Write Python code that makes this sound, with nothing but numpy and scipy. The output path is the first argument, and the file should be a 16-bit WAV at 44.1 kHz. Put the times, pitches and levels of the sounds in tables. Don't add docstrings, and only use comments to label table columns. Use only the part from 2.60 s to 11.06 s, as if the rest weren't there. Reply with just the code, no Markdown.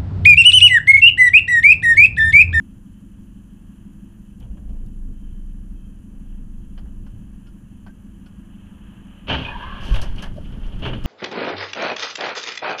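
import sys
import numpy as np
from scipy import signal
from scipy.fft import rfft, irfft, next_fast_len
from scipy.io import wavfile
from scipy.ndimage import map_coordinates

SR = 44100
rng = np.random.default_rng(int(sys.argv[2]) if len(sys.argv) > 2 else 0)


def boost_factor(decibels):
    exponent = np.asarray(decibels, float) / 20
    return 10 ** exponent


def dump_mix(stems):
    frames = np.atleast_2d(stems).T
    limited = np.clip(frames, -1, 1)
    pcm = np.round(limited * 32767).astype(np.int16)
    wavfile.write(sys.argv[1], SR, pcm)


N = 373086
T = np.arange(N) / SR


def unit(x):
    return x / np.sqrt(np.mean(x ** 2) + 1e-20)


def curves(rows):
    s, *cols = np.transpose(rows)
    return [np.interp(T, s, c) for c in cols]


def during(rows, fade=0.071):
    return np.clip(np.minimum(T - rows[0][0], rows[-1][0] - T) / fade + 1, 0, 1)


def wobble(rate):
    return map_coordinates(rng.standard_normal(int(N * rate / SR) + 4), [T * rate])


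def filtered(x, response):
    m = next_fast_len(N + SR // 2)
    return irfft(rfft(x, m) * response(np.fft.rfftfreq(m, 1 / SR)), m)[:N]


def resonances(modes):
    def response(f):
        total = 0
        for k, (c, w, db) in enumerate(modes):
            total = total + (-1) ** k * boost_factor(db) * 1j * f * w / (c * c - f * f + 1j * f * w)
        return total
    return response


def noise(spectrum, grain_db=0, grain_rate=100):
    f, db = np.transpose(spectrum)
    white = rng.standard_normal(N)
    if grain_db:
        white = white * boost_factor(grain_db * wobble(grain_rate))

    def colour(hz):
        return boost_factor(np.interp(np.log(hz + 1), np.log(f + 1), db, -150, -150))
    return unit(filtered(white, colour))


def tone(hz, blur_hz):
    return np.sqrt(2) * np.sin(2 * np.pi * np.cumsum(hz + blur_hz * wobble(blur_hz + 1)) / SR)


def rough(hz, width_hz):
    turn = 2 * np.pi * np.cumsum(hz) / SR
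    return unit(wobble(width_hz) * np.sin(turn) + wobble(width_hz) * np.cos(turn))


def bursts(times, levels_db, t60, rise):
    power, t = np.zeros(N + SR), np.arange(SR // 2) / SR
    shape = (boost_factor(-60 * t / t60) * (1 - np.exp(-t / rise))) ** 2
    for s, db in zip(times, levels_db):
        power[round(s * SR):][:len(t)] += boost_factor(2 * db) * shape
    return np.sqrt(power[:N])


def ringing(rows, t60, rise, grain_db=0):
    out, t = np.zeros(N + SR), np.arange(SR) / SR
    for s, db, hz in rows:
        envelope = boost_factor(db - 60 * t / t60) * (1 - np.exp(-t / rise))
        out[round(s * SR):][:SR] += envelope * np.sin(2 * np.pi * hz * t)
    return out[:N] * boost_factor(grain_db * wobble(140))


# pitch_hz, level_db (per Hz)
HISS_COLOUR = [(2300, -40), (3800, -11), (5600, -12), (6000, -4), (7300, -2), (7900, -9), (9300, -3),
               (11200, -2), (11700, -12), (12100, -8), (12900, -9), (13300, -14), (15000, -14)]
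# pitch_hz, level_db
CLOCK_TONES = [(6002, -88), (6998, -94), (7327, -97), (9001, -85), (10002, -109), (10998, -80.5),
               (11999, -104), (13001, -101)]
# time_s, pitch_hz, level_db
SUPPLY_WHINE = [(0, 13935, -83), (1.78, 13900, -82), (1.81, 13200, -92), (2.1, 13450, -83),
                (3.45, 13400, -85), (4.22, 13810, -86), (4.27, 13430, -82), (7.2, 13430, -84),
                (7.5, 13200, -95)]
# start_s, level_db
SUPPLY_CLICKS = [
    (1.8007, -55),
    (2.262, -59),
]


def electronics():
    hz, whine_db = curves(SUPPLY_WHINE)
    hiss = boost_factor(-70.5) * noise(HISS_COLOUR, grain_db=1.0, grain_rate=190)
    clock = sum(boost_factor(level + 2) * np.sin(2 * np.pi * f * T) for f, level in CLOCK_TONES)
    whine = boost_factor(whine_db) * rough(hz, width_hz=120)
    click_noise = noise([(2500, -14), (4000, -10), (14000, -9)])
    clicks = bursts(*np.transpose(SUPPLY_CLICKS), t60=0.03, rise=.0003) * click_noise
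    return hiss + clock + whine + clicks


# time_s, roar_db
TRAFFIC = [(0, -70), (1.6, -69), (2.1, -70.5), (2.7, -69.5), (4.27, -70), (5.3, -68), (5.9, -65),
           (6.29, -61), (6.66, -61)]
# pitch_hz, level_db (per Hz)
ROAR_COLOUR = [(240, -50), (400, -6), (581, -3.5), (767, -6), (901, -3), (1200, -4.5), (1500, -7),
               (1650, -2.5), (2080, -16.5), (2300, -12), (2990, -52), (5060, -120)]
# pitch_hz, level_db (per Hz)
TYRE_HISS_COLOUR = [(1800, -12), (2300, -18.5), (2600, -3), (2800, -4.5), (3020, -0.5), (3300, -7),
                    (3550, -20), (4500, -32)]


def street():
    roar_db, = curves(TRAFFIC)
    far_db = -69.5
    hiss_db = -71.5 + 1.22 * (roar_db - far_db)
    swell = .7 * wobble(5)
    roar = boost_factor(roar_db + swell + 2.5) * noise(ROAR_COLOUR)
    hiss = boost_factor(hiss_db + swell + 1.1 * wobble(14)) * noise(TYRE_HISS_COLOUR, grain_db=1.0)
    return (T < WRECK_SLIDE[0][0]) * (roar + hiss)


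# time_s, cycles_done (engine cycles)
CRANK_TURNS = [(0, -.065), (1.5, 8.901), (2.5, 14.821), (3, 17.798), (5, 29.814), (6, 35.773), (8.5, 50.62)]
# place (0-1 of a cycle), boom_db, panel_db
CYLINDER_FIRINGS = [
    (.03, -4.5, -6),
    (.235, -6.5, -12),
    (.51, 0, 0),
    (.745, -4.5, -6),
]
# pitch_hz, spread_hz
CABIN_BOOM = (197, 20.5)
# pitch_hz, width_hz, level_db
FLOOR_PANELS = [(262, 26.4, -2), (335, 11.3, -5.5)]
# multiple, level_db
FIRING_HUM = [(1, -51.5), (2, -55), (3, -57.5), (4, -53.5), (5, -55)]
# pitch_hz, level_db (per Hz)
IDLE_SHAKE = [(4, -32), (8, -19), (43, 13), (104, -11.5), (150, -29), (200, -3), (330, -8.5), (400, -26),
              (520, -24), (900, -55)]


def engine():
    s, done = np.transpose(CRANK_TURNS)
    boom, panel = np.zeros(N), np.zeros(N)
    chance = rng.standard_normal((len(CYLINDER_FIRINGS), 52, 2))
    for (place, boom_db, panel_db), luck in zip(CYLINDER_FIRINGS, chance):
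        at = np.interp(np.arange(-1, 51) + place, done, s) + .0003 * luck[:, 0]
        keep = (at > 0) & (at < T[-1] - .02)
        size_db = .9 * luck[keep, 1]
        boom[(at[keep] * SR).astype(int)] = boost_factor(boom_db + size_db)
        panel[((at[keep] + .002) * SR).astype(int)] = boost_factor(panel_db + size_db)

    def swell(f):
        return np.exp(-.5 * ((f - CABIN_BOOM[0]) / CABIN_BOOM[1]) ** 2)

    def floor(f):
        return resonances(FLOOR_PANELS)(f) ** 2
    pulses = boost_factor(-44.5) * unit(filtered(boom, swell)) + boost_factor(-54) * unit(filtered(panel, floor))
    turn = 2 * np.pi * (4 * np.interp(T, s, done) + .2)
    hum = sum(boost_factor(db + 3 + 2.5 * wobble(3)) * np.sin(k * turn) for k, db in FIRING_HUM)
    return pulses + boost_factor(-4.5) * hum + boost_factor(-47.5) * noise(IDLE_SHAKE)


# time_s, pitch_hz, level_db
EXHAUST = [(1.72, 21.03, -60), (2.0, 21.8, -52), (2.08, 24.1, -25), (2.36, 27.4, -34), (2.45, 28.44, -31),
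           (3.17, 32.5, -32.5), (3.23, 28.97, -41), (4.33, 26.47, -34), (4.9, 33.7, -46.5)]
# start_s, level_db
LURCHES = [
    (1.798, -26.5),
    (1.95, -31),
    (2.07, -26.5),
    (2.2, -38),
    (3.5, -35),
    (4.17, -30),
    (4.53, -33.5),
]
# start_s, end_s, pitch_hz, level_db
BRAKE_SQUEAKS = [
    (2.583, 2.802, 3080, -71.5),
    (3.172, 3.325, 2590, -77),
    (3.2, 3.265, 3170, -71),
]


def lorry():
    hz, db = curves(EXHAUST)
    s, lurch_db = np.transpose(LURCHES)
    note = boost_factor(db + 2.6 * wobble(9.1)) * tone(hz, blur_hz=1.3)
    push = np.hypot(boost_factor(db - 12), bursts(s, lurch_db, t60=0.62, rise=0.047))
    upper = push * noise([(30, -47.0), (42, -13.5), (54, 11), (64, -12), (90, -72.0)])
    shake = np.hypot(boost_factor(-74), bursts(s, lurch_db - 28.5, t60=.7, rise=.01))
    load_colour = [(250, -24), (400, 3), (700, -1), (1000, -11.5), (1500, -42)]
    load = shake * noise(load_colour, grain_db=-0.5, grain_rate=44)
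    brakes = 0
    for start, end, pitch, level in BRAKE_SQUEAKS:
        brakes = brakes + boost_factor(level) * during([[start], [end]]) * rough(pitch + 0 * T, width_hz=110)
    return during(EXHAUST, fade=0.15) * (note + upper + load) + brakes


# start_s, peak_db, body_db, top_db
CLICKS = [(1.806, -57.5, 8, -20), (1.826, -57, 7, -18), (1.8494, -65, 6, -16), (1.9704, -63.5, 15, -25),
          (2.0894, -62, 3, -9), (4.1765, -51, 11, -4), (4.2544, -68.5, 20.5, -14), (4.4632, -58, 11, -6),
          (4.8688, -58.5, 5, -1.5), (5.264, -54, 16.5, -5.5), (5.66, -54.5, 7, -4.5),
          (6.0591, -60, 2, -27.5)]
# start_s, peak_db, pitch_hz
RELAY_CASE = [
    (4.4657, -53, 1460),
    (4.8703, -50, 1410),
    (5.2666, -45, 1537),
    (5.29, -43, 1575),
    (5.663, -47.5, 1460),
]


def dashboard():
    s, db, body_db, top_db = np.transpose(CLICKS)
    low_noise = noise(DOOR_COLOUR, grain_db=-1.5, grain_rate=240)
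    low = bursts(s, db + body_db - 7.5, t60=.12, rise=0.00083) * low_noise
    mid = bursts(s, db - 1, t60=.11, rise=.0005) * noise(OPENING_COLOUR, grain_db=2, grain_rate=300)
    top_noise = noise([(3500, -38), (4200, 3), (5600, 1), (6300, -20), (7000, -54)])
    top = bursts(s, db + top_db - 4.5, t60=0.11, rise=.0005) * top_noise
    case = ringing(RELAY_CASE, t60=0.084, rise=0.0027, grain_db=3.0)
    return low + mid + top + boost_factor(-1.5) * case


# time_s, sway_db
SWAY = [(0, -47.5), (1.75, -47.5), (1.92, -35.5), (2.7, -38), (3.3, -42.5), (3.7, -37), (4.0, -40),
        (4.36, -39), (4.9, -43), (6.6, -48.5), (6.75, -33.5), (7.16, -30.5), (7.42, -20), (7.8, -26),
        (8.08, -25), (8.2, -30), (8.46, -23)]
# pitch_hz, level_db (per Hz)
SWAY_COLOUR = [(3, -1), (8, -0.5), (30, 2.5), (60, -12), (90, -36), (200, -120)]
RUMBLE_COLOUR = [(30, -65), (60, -4), (140, -10.5), (260, -19), (500, -37.5), (2000, -120)]
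# start_s, level_db, pitch_hz, t60_s
SHELL_BLOW = (7.3125, 5, 41, .11)
AIR_HEAVE = (7.345, -9, 5, .8)
# start_s, level_db, pitch_hz
SHELL_BOOMS = [(6.688, -22.5, 262), (6.72, -21.5, 68.4), (6.8, -28.5, 128.4), (7.33, -22, 104.9),
               (7.46, -22.5, 45), (7.98, -25, 26.8), (8.12, -22, 29.3), (8.27, -24, 119.5),
               (8.3, -26, 28.1), (8.449, -9, 28), (1.815, -33.5, 116), (1.9, -24.5, 48.5),
               (4.52, -32, 105.9)]


def body():
    sway_db, = curves(SWAY)
    rest_db = -47
    rumble_db = -51.5 + 0.59 * (sway_db - rest_db)
    sway = boost_factor(sway_db - 3.5) * noise(SWAY_COLOUR)
    rumble = boost_factor(rumble_db + 2.5) * noise(RUMBLE_COLOUR, grain_db=2.5, grain_rate=25)
    push = ringing([SHELL_BLOW[:3]], SHELL_BLOW[3], rise=.002)
    dent = .43 * np.tanh(push / .43)
    heave = ringing([AIR_HEAVE[:3]], AIR_HEAVE[3], rise=.02)
    return sway + rumble + dent - heave + ringing(SHELL_BOOMS, t60=0.53, rise=0.009)


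# time_s, roar_db
WRECK_SLIDE = [(6.69, -43), (6.73, -41), (6.84, -39.5), (6.92, -45.5), (7.16, -46), (7.3, -43.5),
               (7.42, -46), (7.66, -57), (8.46, -49)]
# pitch_hz, level_db (per Hz)
DOOR_COLOUR = [(190, -47), (330, -7.5), (409, 1.5), (472, -15.5), (507, -2), (553, -0.5), (809, -2.5),
               (904, 1.5), (979, -5), (1110, -3), (1340, -5.5), (1610, -3.5), (2200, -15), (2860, -47),
               (4840, -120)]
# pitch_hz, level_db (per Hz)
OPENING_COLOUR = [(1300, -44), (2050, -15.5), (2400, -8), (2600, -6.5), (2870, -1), (3200, -1),
                  (3450, -10.5), (3800, -19.5), (4400, -23), (5200, -33.5), (6400, -36.5), (7200, -53),
                  (8000, -80)]
# pitch_hz, level_db (per Hz)
GLASS_COLOUR = [(2500, -30), (4200, -0.5), (6300, -5.5), (7200, -14), (8500, -14.5), (9700, -11),
                (12600, -18), (13600, -35), (15000, -32)]
# time_s, pitch_hz, level_db
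SKID = [(6.86, 964, -42), (6.898, 916, -36.5), (6.96, 925, -41), (7.038, 960, -34.5), (7.078, 1068, -40),
        (7.138, 1149, -38), (7.23, 1080, -49), (7.29, 1000, -51), (7.32, 1100, -43)]
# start_s, peak_db, pitch_hz
METAL_RINGS = [
    (6.776, -24.5, 1597),
    (6.85, -28, 2490),
    (6.8803, -21.5, 2490),
    (7.02, -27, 1607),
    (7.035, -31, 1660),
    (7.055, -37, 2120),
    (7.3376, -33, 2590),
    (7.343, -30, 3700),
    (7.625, -38, 1700),
    (7.76, -36, 601),
]
# start_s, level_db, t60_s, rise_s
GLASS_SHOWER = (7.2, -44, .8, .07)
# start_s, peak_db, weight_db
CRUMPLES = [(6.6697, -29, -11), (6.6805, -16.5, -1), (6.6952, -11, -6), (6.7246, -12, -20),
            (6.7424, -19.5, -2), (6.782, -23.5, 2), (6.849, -26, -20), (6.8818, -31.5, -5.5),
            (7.021, -32, -19), (8.2195, -26.5, 7), (8.231, -23.5, -13), (8.248, -18, -15), (8.2684, -24, 2),
            (8.3304, -25.5, 2.5), (8.4514, -20, -5)]
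# start_s, peak_db, weight_db, nearness_db
DEBRIS_HITS = [(7.2215, -36, 1, -32), (7.262, -32.5, 7, -20), (7.3376, -22.5, -10, -24),
               (7.3544, -23.5, -23, -21.5), (7.415, -31.5, -4, -6), (7.5584, -40, -10, -17),
               (7.58, -26.5, -8, -29.5), (7.5916, -38.5, 0, -18), (7.622, -28, -18, -14),
               (7.635, -41, -15, -11), (7.7594, -47.5, 17.5, -12.5), (7.844, -38.5, -4, -37),
               (7.9194, -41, 11.5, -26), (8.0324, -38, -12, -37), (8.0594, -52.5, 17, -6),
               (8.1184, -39, 7, -33), (8.19, -43.5, 5, -16), (8.262, -29.5, -5, -22),
               (8.4396, -34.5, 16.5, -12)]


def crash():
    cars = [(s, db, weight, -3.5, -50) for s, db, weight in CRUMPLES]
    pieces = [(s, db, weight, 10 + .6 * near, near) for s, db, weight, near in DEBRIS_HITS]
    s, db, thud_db, body_db, grit_db = np.transpose(cars + pieces)

    roar_db, = curves(WRECK_SLIDE)
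    usual_db = -47.5
    sliding = during(WRECK_SLIDE, fade=.01)
    roar = sliding * boost_factor(roar_db)
    scrape = sliding * boost_factor(-48 + 1.54 * (roar_db - usual_db))
    shower = bursts([GLASS_SHOWER[0]], [GLASS_SHOWER[1]], *GLASS_SHOWER[2:])
    grit = np.hypot(sliding * boost_factor(-72), shower)

    thud_noise = noise([(40, -42), (70, 2.5), (140, -0.5), (260, -3.5), (420, -11), (700, -17)])
    thud = bursts(s, db + thud_db - 4.0, t60=0.33, rise=0.0089) * thud_noise
    door_blows = bursts(s, db + body_db - 7, t60=0.21, rise=0.0043)
    doors = np.hypot(roar, door_blows) * noise(DOOR_COLOUR, grain_db=2.0, grain_rate=120)
    opening_blows = bursts(s, db - 9.5, t60=0.2, rise=0.0027)
    opening = np.hypot(scrape, opening_blows) * noise(OPENING_COLOUR, grain_db=0.0, grain_rate=120)
    splinters = bursts(s, db + grit_db + 0.5, t60=0.13, rise=0.00059)
    glass = np.hypot(grit, splinters) * noise(GLASS_COLOUR, grain_db=2.5, grain_rate=500)

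    hz, tyre_db = curves(SKID)
    tyres = rough(hz, width_hz=170) + .35 * rough(1.18 * hz, width_hz=210)
    panel_db = -46 + 0.51 * (tyre_db - tyre_db.max() + 5)
    panel = boost_factor(panel_db + 2.0) * rough(1650 + 15 * wobble(15), width_hz=260)
    skid = during(SKID) * (boost_factor(tyre_db - 0.5 + 2.0 * wobble(60)) * tyres + panel)
    rings = boost_factor(-1.5) * ringing(METAL_RINGS, t60=0.11, rise=0.004, grain_db=5.5)
    return thud + doors + opening + glass + skid + rings


def scene():
    return (street() + engine() + lorry() + dashboard() + body() + crash())[None]


def low_pass(x):
    return signal.sosfilt(signal.butter(12, 14990, fs=SR, output="sos"), x)


def record(dry):
    opening = np.clip(T / .006, 0, 1)
    return low_pass(opening * (dry + electronics()))


dry = scene()
out = record(dry)
dump_mix(out)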